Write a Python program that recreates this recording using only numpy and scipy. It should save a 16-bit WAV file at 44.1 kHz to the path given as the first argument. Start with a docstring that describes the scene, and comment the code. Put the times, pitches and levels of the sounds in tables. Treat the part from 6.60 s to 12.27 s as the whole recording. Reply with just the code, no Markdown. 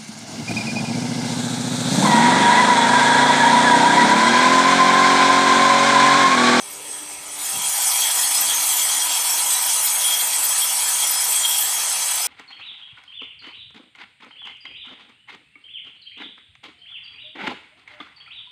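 """Close to a coolant-sprayed aluminium plate in a machine cabinet: a spinning saw blade first grazes it and squeals.
From about 0.8 s the blade bites: a low thud, then the teeth rasp in filtered impacts, the rim rings and a
strong mode chatters in bouts. Chips snap off from 1.2 s as dying bursts; flung coolant, streams of tiny
impacts, spatters and drums on the walls; from 4.8 s the cut eases a little.
Throughout, the jet hisses, the drive whirs in a pattern repeated each turn, pump and fan hum, the frame rumbles."""
import sys
import numpy as np
from scipy import signal
from scipy.fft import rfft, irfft, next_fast_len
from scipy.io import wavfile
from scipy.ndimage import uniform_filter1d

SR = 44100
rng = np.random.default_rng(int(sys.argv[2]) if len(sys.argv) > 2 else 0)


def digitize_waveform(pressure):
    """Quantize a signal to 16-bit integers and store it at the path in sys.argv[1].

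    Rows of a 2-D input are taken as channels; values are limited to [-1, 1].
    """
    field = np.atleast_2d(pressure).T
    bounded = np.clip(field, -1, 1)
    quanta = np.round(bounded * 32767).astype(np.int16)
    wavfile.write(sys.argv[1], SR, quanta)


N = 250047
TIME = np.arange(N) / SR   # s

# Thuds, the burst of the bite and other swells of filtered noise. Each row: centre in seconds,
# half-length in seconds, frequency in Hz, width in Hz, rms level at the top in dB.
NOISE_SWELLS = [(0.25, 0.071, 474, 109, -49), (0.813, 0.033, 3700, 900, -39), (0.602, 0.11, 62, 28, -64),
                (0.973, 0.026, 158, 170, -43.5), (0.975, 0.027, 69.5, 30, -53),
                (1.045, 0.032, 168, 80, -54), (1.245, 0.3, 778, 110, -44), (1.4, 0.15, 58, 25, -63),
                (1.87, 0.097, 197, 130, -58), (1.948, 0.083, 60, 25, -58), (2.807, 0.32, 944, 111, -39),
                (2.953, 0.025, 3900, 130, -29.5), (5.56, 0.073, 2330, 110, -40)]
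# Hum of pump and fan. Each row: time in seconds, pump level in dB, fan level in dB, both before a trim.
HUM_LEVELS = [(0.0, -61, -51), (0.22, -47.5, -48.5), (1.3, -58, -56), (1.89, -48, -68), (3.0, -56.5, -80.5),
              (5.67, -70, -71)]
# Whine of the loaded motor. Each row: multiple of its speed, rms level at full load in dB.
MOTOR_WHINE = [(10, -46), (20, -97)]

# How hard the blade cuts: grazing, biting in, cutting steadily. Each row: time in seconds, control level in dB.
CUT_DEPTH = [(0.0, -40), (0.248, -42), (0.314, -39), (0.598, -42), (0.69, -40), (0.78, -34.5),
             (0.906, -25.5), (0.938, -28), (1.25, -20.5), (2.3, -20.5), (2.608, -22.5), (2.68, -21),
             (4.25, -21.5), (4.8, -21.5), (5.604, -24), (5.67, -23.5)]
# How much coolant the blade flings in these stages. Each row: time in seconds, control level in dB.
COOLANT_FLUNG = [(0.04, -46), (0.046, -45), (0.75, -42.5), (0.8, -38), (0.812, -36.5), (0.998, -32.5),
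                 (1.33, -27), (1.8, -27), (3.6, -28.5), (4.33, -28.5), (4.99, -29.5), (5.15, -29),
                 (5.67, -29.5)]
# Laws of the layers that follow one of these two curves. Each holds: level in dB at the median of the curve,
# slope in dB per dB of the curve.
HISS_FOLLOWS = (-26, 0.83)
MIST_FOLLOWS = (-32.5, 1.09)
SPATTER_FOLLOWS = (-34, 0.76)
DRUMMING_FOLLOWS = (-36, 0.68)
RASP_FOLLOWS = (-23.5, 0.88)
ZING_FOLLOWS = (-30, 0.97)
CHATTER_FOLLOWS = (-35.5, 0.77)
SQUEAL_FOLLOWS = (-32.5, 0.56)
RING_FOLLOWS = (-36.5, 0.86)

# Pace of the regular surges of the jet. Each row: start in seconds, surges per second.
JET_PACE = [(0, 5.55), (2.15, 5.03), (4.14, 6.15)]
# The one sag of the jet: centre in seconds, loss of its hiss in dB, half-length in seconds.
JET_SAG = (3.75, 2, 0.33)
# Chips snapping off the rim. Each row: time in seconds, starting force of the burst in dB.
CHIP_SNAPS = [(1.2171, -6), (1.8083, 4), (1.8577, -14), (2.0183, -7), (2.2263, -6), (3.2465, -27),
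              (3.6087, -1), (3.8382, -1), (4.0013, -17), (4.5087, 2), (4.6428, -2)]
# Brief changes in the loudness of the rasp, mostly grabs of the teeth. Each row: centre in seconds, change in dB.
RASP_CHANGES = [(0.74, 5), (1.08, 5.5), (1.28, 2), (1.62, 0), (2.23, 2.5), (2.34, -0.5), (2.8, 2.5),
                (3.47, 5.5), (4.0, 4.5), (4.43, 3), (4.97, 3.5)]
# Brief changes in the loudness of the rim, mostly flares. Each row: centre in seconds, change in dB.
RIM_CHANGES = [(0.12, 9), (0.82, 5), (0.9, 1), (1.23, 2), (1.39, 2.5), (1.54, 2), (1.82, 2), (2.16, 6),
               (2.48, 3), (2.89, 2), (3.07, 3), (3.26, 4), (3.69, 0), (3.85, 2.5), (4.04, 5.5), (4.52, 0),
               (4.72, 8), (4.89, 3), (5.03, 8)]
# Squeals of the blade. Each row: centre in seconds, rise in dB, half-length in seconds.
BLADE_SQUEALS = [(0.32, 7.5, 0.05), (0.47, 6.5, .09), (0.91, 9, 0.023), (1.78, 9.5, 0.024),
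                 (2.1, 2.5, .035), (2.92, 10, 0.046), (4.78, 10, 0.036)]
# Bouts of chatter. Each row: centre in seconds, rise in dB, half-length in seconds.
CHATTER_BOUTS = [(1.025, 8.5, .04), (1.428, 9, .06), (1.917, 8, 0.047), (2.305, 6, 0.14),
                 (2.53, 5.5, 0.026), (3.11, 4.5, 0.038), (3.502, 11, 0.078), (4.056, 7, 0.035),
                 (4.432, 9.5, 0.021), (4.91, 9, 0.15)]

# Resonances of what is struck. Each row: frequency in Hz, width in Hz, relative gain at the top in dB.
WALL_RESONANCES = [(780, 16, 0), (842, 14, 4.5), (905, 16, 2), (1005, 14, 1), (1345, 35, -2)]
SPATTER_RESONANCES = [(1950, 20, 3), (2150, 30, -2), (2260, 60, -1), (2720, 60, -5)]
MIST_RESONANCES = [(4005, 26, 3), (4290, 36, 2.5), (4420, 50, -3)]
PLATE_RESONANCES = [(5150, 25, -2), (6206, 18, 2.5), (6420, 26, -2), (6596, 60, 1), (7010, 45, -2)]
RING_RESONANCES = [(6020, 22, 0)]
SQUEAL_RESONANCES = [(8317, 15, 0)]
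CHATTER_RESONANCES = [(3263, 28, 0), (3320, 130, -13)]
RIM_RESONANCES = [(11370, 120, -15), (11705, 38, 1.5), (12320, 28, 3), (12620, 110, -10), (12990, 70, -9),
                  (13760, 36, 3)]
TOOTH_RESONANCES = [(7790, 30, 2), (7878, 20, 9.5), (8190, 50, 1.5), (9735, 55, 8.5), (10255, 34, 8)]

# Broad spectra. Each row: frequency in Hz, relative density in dB per Hz.
RUMBLE_SPECTRUM = [(20, -18), (40, -2), (60, -10), (85, -4), (160, 1), (230, -1.5), (330, -1.5), (600, -3),
                   (1200, -45)]
WHIR_SPECTRUM = [(200, -26), (400, 1), (580, 9.5), (900, 10), (1500, -42), (2200, 11), (3700, 4), (5200, 6),
                 (6300, 2), (7200, -37), (8700, 9), (10200, 1), (10600, -18), (14000, -25)]
DRUMMING_SPECTRUM = [(150, -36), (300, -25.5), (450, -17.5), (580, -16.5), (680, -6), (790, -4.5),
                     (980, -3), (1100, -11.5), (1280, -2), (1500, -39), (2200, -7)]
SPATTER_SPECTRUM = [(900, -14.5), (1400, -6.5), (1600, -4.5), (2300, -3), (3050, -3.5), (3400, -35),
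                    (3900, -26)]
MIST_SPECTRUM = [(2700, -89), (3350, -1), (3650, -8), (4400, -4.5), (4900, -4.5), (5400, -9), (7000, -31)]
HISS_SPECTRUM = [(3800, -66), (4900, -27), (5300, -10.5), (5800, -10), (6500, -14), (7300, -10),
                 (7800, -6.5), (9000, -25)]
ZING_SPECTRUM = [(9800, -36), (10500, -82), (11100, -27), (12600, -13.5), (14200, -25), (15000, -44)]
RASP_SPECTRUM = [(6500, -60), (7400, -26), (7800, -3), (8600, 0.5), (9500, 1), (10100, 0), (10300, -31),
                 (10500, -47)]

MOTOR_HZ, BLADE_HZ, TEETH = 97.2, 43.9, 14
PUMP_HZ, FAN_HZ, MAINS_RIPPLE_HZ = 300, 398, 100
FIRST_SURGE_S, SURGE_DB = 0.16, 1
RASP_CHANGE_S, RIM_CHANGE_S = 0.017, 0.03   # half-lengths
CUTOFF_HZ = 14280


def from_db(db):
    """Decibels to gain."""
    return 10 ** (np.asarray(db) / 20)


def rms_one(x):
    """Scale to unit power."""
    return x / np.sqrt(np.mean(x ** 2) + 1e-20)


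def in_time(rows):
    """One value a sample for each column of a curve."""
    seconds, *columns = np.transpose(rows)
    return [np.interp(TIME, seconds, column) for column in columns]


def follow(curve, law):
    """Level in dB of a layer that rises and falls with a control curve."""
    control_db, = in_time(curve)
    median_level_db, slope = law
    return median_level_db + slope * (control_db - np.median(control_db))


def bell(s, length):
    """A smooth swell of height 1 around a moment."""
    return np.exp(-((TIME - s) / length) ** 2 / 2)


def changes(rows, length):
    """The dB that a set of equally long bells adds to a level."""
    return sum(db * bell(s, length) for s, db in rows)


def bouts(rows):
    """The dB that swells of differing lengths add to a level."""
    return sum(db * bell(s, length) for s, db, length in rows)


def drift(rate_hz):
    """Slow random wander of unit rms: noise through two equal low-pass poles at rate_hz."""
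    step = 40   # samples between drawn values
    r = np.exp(-2 * np.pi * rate_hz * step / SR)
    noise = rng.standard_normal(N // step + 2002)
    slow = signal.lfilter([1], [1, -2 * r, r * r], noise)[2000:]   # drop the settling
    return np.interp(np.arange(N) / step, np.arange(len(slow)), rms_one(slow))


def turning(hz, wander):
    """Angle of a cycle whose speed wanders by a small fraction."""
    return 2 * np.pi * np.cumsum(hz * (1 + wander * drift(3.74))) / SR


def steady(x, size=4000):
    """Unit level over about a tenth of a second at the default size; faster flutter stays."""
    power = uniform_filter1d(uniform_filter1d(x ** 2, size), size)
    return x / np.sqrt(power + 1e-20)


def colour(x, spectrum):
    """Give x a broad spectrum, with a gain of -90 dB outside its points."""
    size = next_fast_len(N)
    hz, level_db = np.transpose(spectrum)
    bin_hz = np.maximum(np.arange(size // 2 + 1) * SR / size, 1)
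    gain = from_db(np.interp(np.log(bin_hz), np.log(hz), level_db, left=-90, right=-90))
    return irfft(rfft(x, size) * gain, size)[:N]


def resonate(x, modes):
    """Parallel two-pole resonances, each with its own gain at the top."""
    out = 0
    for hz, width, db in modes:
        r = np.exp(-np.pi * width / SR)
        feed = [(1 - r * r) / 2, 0, (r * r - 1) / 2]
        feedback = [1, -2 * r * np.cos(2 * np.pi * hz / SR), r * r]
        out = out + from_db(db) * signal.lfilter(feed, feedback, x)
    return out


def grains(per_s, spread_db):
    """A dense stream of tiny impacts of uneven size and random sign, at unit power."""
    sizes = from_db(spread_db * np.minimum(rng.exponential(1, N), 5))
    signed = sizes * rng.choice([-1, 1], N)
    return rms_one(signed * (rng.random(N) < per_s / SR))


def boxed(x, echo_db=-13.0, count=14):
    """Close reflections from the cabinet walls leave a fine standing ripple in the spectrum."""
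    out = x.copy()
    for lag in (rng.uniform(0.003, 0.04, count) * SR).astype(int):
        out[lag:] += from_db(echo_db) * x[:-lag]
    return out


def shifting(x, spread_db, size=512):
    """As the impact point wanders, nearby modes take turns: patches some 250 Hz wide and 60 ms long."""
    bins = signal.stft(x, nperseg=size)[2]
    patches = rng.standard_normal(bins.shape)
    for _ in range(2):
        patches = uniform_filter1d(patches, size=3, axis=0)   # across frequency
        patches = uniform_filter1d(patches, size=9, axis=1)   # across time
    return signal.istft(bins * from_db(spread_db * rms_one(patches)), nperseg=size)[1][:N]


def struck(force, spectrum, modes, per_s, spread_db, shift_db):
    """Impacts under a varying force: their direct noise plus the ring of what they hit."""
    direct = boxed(colour(force * grains(per_s, spread_db), spectrum))
    ringing = resonate(force * grains(per_s, spread_db), modes)
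    return steady(shifting(direct + ringing, shift_db))


def cabinet(rumble_db):
    """The frame rumbles as low filtered noise, with thuds, the burst of the bite and other noise swells."""
    out = from_db(rumble_db) * rms_one(colour(rng.standard_normal(N), RUMBLE_SPECTRUM))
    for s, length, hz, width, db in NOISE_SWELLS:
        band = [(hz, width, 0)]
        noise = resonate(resonate(rng.standard_normal(N), band), band)
        out += from_db(db) * bell(s, length) * steady(noise)
    return out


def pump_and_fan():
    """Pump and fan each hum on one tone of wandering strength and phase."""
    pump_db, fan_db = in_time(HUM_LEVELS)
    pump_gain = from_db(pump_db - 6.0 + 3.5 * drift(8.9))
    pump = pump_gain * np.sin(turning(PUMP_HZ, wander=0.00627) + 0.52 * drift(39))
    fan_gain = from_db(fan_db - 7 + 2.1 * drift(11))
    fan = fan_gain * np.sin(turning(FAN_HZ, wander=0.0032) + 0.51 * drift(25))
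    return np.sqrt(2) * (pump + fan)


def motor_whir(angle):
    """The motor repeats one rough random pattern on each turn."""
    harmonics, points = 144, 4096
    one_turn = rng.standard_normal(harmonics) + 1j * rng.standard_normal(harmonics)
    pattern = irfft(one_turn, points)
    repeated = np.interp(angle / (2 * np.pi), np.arange(points) / points, pattern, period=1)
    return rms_one(colour(repeated, WHIR_SPECTRUM))


def motor_whine(angle, load):
    """Under load the motor whines at multiples of its speed."""
    whine = 0
    for order, db in MOTOR_WHINE:
        gain = from_db(db + 3 * drift(8))
        whine = whine + gain * np.sin(round(order) * angle + 0.9 * drift(10))
    return np.sqrt(2) * load * whine


def drive(load, whir_db):
    """Whir and whine share the turning of one motor shaft; pump and fan hum beside it."""
    angle = turning(MOTOR_HZ, wander=0.00092)
    return from_db(whir_db) * motor_whir(angle) + motor_whine(angle, load) + pump_and_fan()


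def surge():
    """The regular swing of the jet, between -1 and 1."""
    starts, rates = np.transpose(JET_PACE)
    pace = rates[np.searchsorted(starts, TIME, side="right") - 1]
    cycles = np.cumsum(pace) / SR
    return np.cos(2 * np.pi * (cycles - np.interp(FIRST_SURGE_S, TIME, cycles)))


def sag():
    """The dB that the hiss of the jet loses for a moment."""
    s, loss_db, length = JET_SAG
    return loss_db * bell(s, length)


def jet_hiss():
    """The jet hisses on blade and plate, surging regularly, with a faint 100 Hz mains ripple."""
    ripple = from_db(0.9 * np.cos(turning(MAINS_RIPPLE_HZ, wander=0.003)))
    level_db = follow(CUT_DEPTH, HISS_FOLLOWS) + SURGE_DB * surge() - sag()
    return from_db(level_db) * struck(ripple, HISS_SPECTRUM, PLATE_RESONANCES,
                                      per_s=17000, spread_db=3.5, shift_db=4.0)


def mist():
    """Fine impacts of flung coolant, uneven in force, hiss below the jet."""
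    force = from_db(3.2 * drift(21))
    return from_db(follow(COOLANT_FLUNG, MIST_FOLLOWS)) * struck(
        force, MIST_SPECTRUM, MIST_RESONANCES, per_s=12000, spread_db=-0.5, shift_db=1.5)


def spatter():
    """Flung drops spatter on the walls as a dense stream of impacts."""
    force = from_db(1.1 * drift(56))
    return from_db(follow(COOLANT_FLUNG, SPATTER_FOLLOWS)) * struck(
        force, SPATTER_SPECTRUM, SPATTER_RESONANCES, per_s=9000, spread_db=2.5, shift_db=2.5)


def drumming():
    """Sparser impacts of flung coolant drum on the walls and ring their low modes."""
    force = from_db(2.6 * drift(43))
    return from_db(follow(COOLANT_FLUNG, DRUMMING_FOLLOWS)) * struck(
        force, DRUMMING_SPECTRUM, WALL_RESONANCES, per_s=5000, spread_db=1.0, shift_db=1.3)


def coolant():
    """The jet on blade and plate, and what the blade flings off."""
    return jet_hiss() + mist() + spatter() + drumming()


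def chips(decay_s):
    """A chip catches: a sudden, quickly dying burst of impacts on the rim."""
    force = np.zeros(N)
    for s, db in CHIP_SNAPS:
        force += from_db(db) * (TIME >= s) * np.exp(-np.abs(TIME - s) / decay_s)
    burst = force * grains(5200, 2.5)
    return colour(burst, ZING_SPECTRUM) + resonate(burst, RIM_RESONANCES)


def ring():
    """One strong mode rings with the flung coolant and sways with the jet."""
    level_db = follow(COOLANT_FLUNG, RING_FOLLOWS) + 1.3 * surge() - 2 * sag() + 1.5 * drift(16)
    return from_db(level_db) * steady(resonate(grains(3500, 5.2), RING_RESONANCES))


def squeal():
    """A narrow mode of the blade swells into short squeals."""
    level_db = follow(CUT_DEPTH, SQUEAL_FOLLOWS) + bouts(BLADE_SQUEALS) + 1.7 * drift(12)
    return from_db(level_db) * steady(resonate(grains(2700, 0.55), SQUEAL_RESONANCES), size=900)


def chatter(tooth_force):
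    """The force of the teeth drives a strong mode that swells in bouts."""
    level_db = follow(CUT_DEPTH, CHATTER_FOLLOWS) + bouts(CHATTER_BOUTS) + 2.0 * drift(18)
    return from_db(level_db) * steady(resonate(tooth_force * grains(4000, 2.7), CHATTER_RESONANCES))


def zing(rim_force):
    """Impacts on the rim ring high, with brief changes in loudness."""
    level_db = follow(CUT_DEPTH, ZING_FOLLOWS) + changes(RIM_CHANGES, RIM_CHANGE_S) + 1.35 * drift(4.4)
    return from_db(level_db) * struck(rim_force, ZING_SPECTRUM, RIM_RESONANCES,
                                      per_s=6600, spread_db=5.5, shift_db=0.6)


def rasp(tooth_force):
    """The teeth scrape as a dense stream of impacts, with brief changes in loudness."""
    level_db = follow(CUT_DEPTH, RASP_FOLLOWS) + changes(RASP_CHANGES, RASP_CHANGE_S) + 0.88 * drift(4.5)
    return from_db(level_db) * struck(tooth_force, RASP_SPECTRUM, TOOTH_RESONANCES,
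                                      per_s=14000, spread_db=3.0, shift_db=2.3)


def saw():
    """The blade runs out of true: it bites harder once a turn, tooth by tooth, and grabs unevenly."""
    angle = turning(BLADE_HZ, wander=0.0055)
    runout, tooth, grab = np.cos(angle), np.cos(TEETH * angle), drift(29)
    tooth_force = from_db(0.37 * runout + 0.5 * tooth + 1.44 * grab)
    rim_force = from_db(0.8 * runout + 0.7 * tooth + 1.4 * grab)
    return rasp(tooth_force) + zing(rim_force) + chatter(tooth_force) + squeal() + ring()


def scene():
    """All sources at one close microphone, the same in both channels."""
    # more coolant flies the deeper the blade sits, so it stands for the motor's load
    load = np.clip(from_db(follow(COOLANT_FLUNG, (0, 1))), 0, 1)
    background = cabinet(rumble_db=-58.5) + drive(load, whir_db=-45.0)
    mix = background + coolant() + chips(decay_s=0.0085) + saw()
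    return np.array([mix, mix])


def record(dry):
    """The treble is cut steeply by an elliptic low-pass."""
    low_pass = signal.ellip(14, 0.1, 90, CUTOFF_HZ, fs=SR, output="sos")
    return signal.sosfilt(low_pass, dry)


dry = scene()
out = record(dry)
digitize_waveform(out)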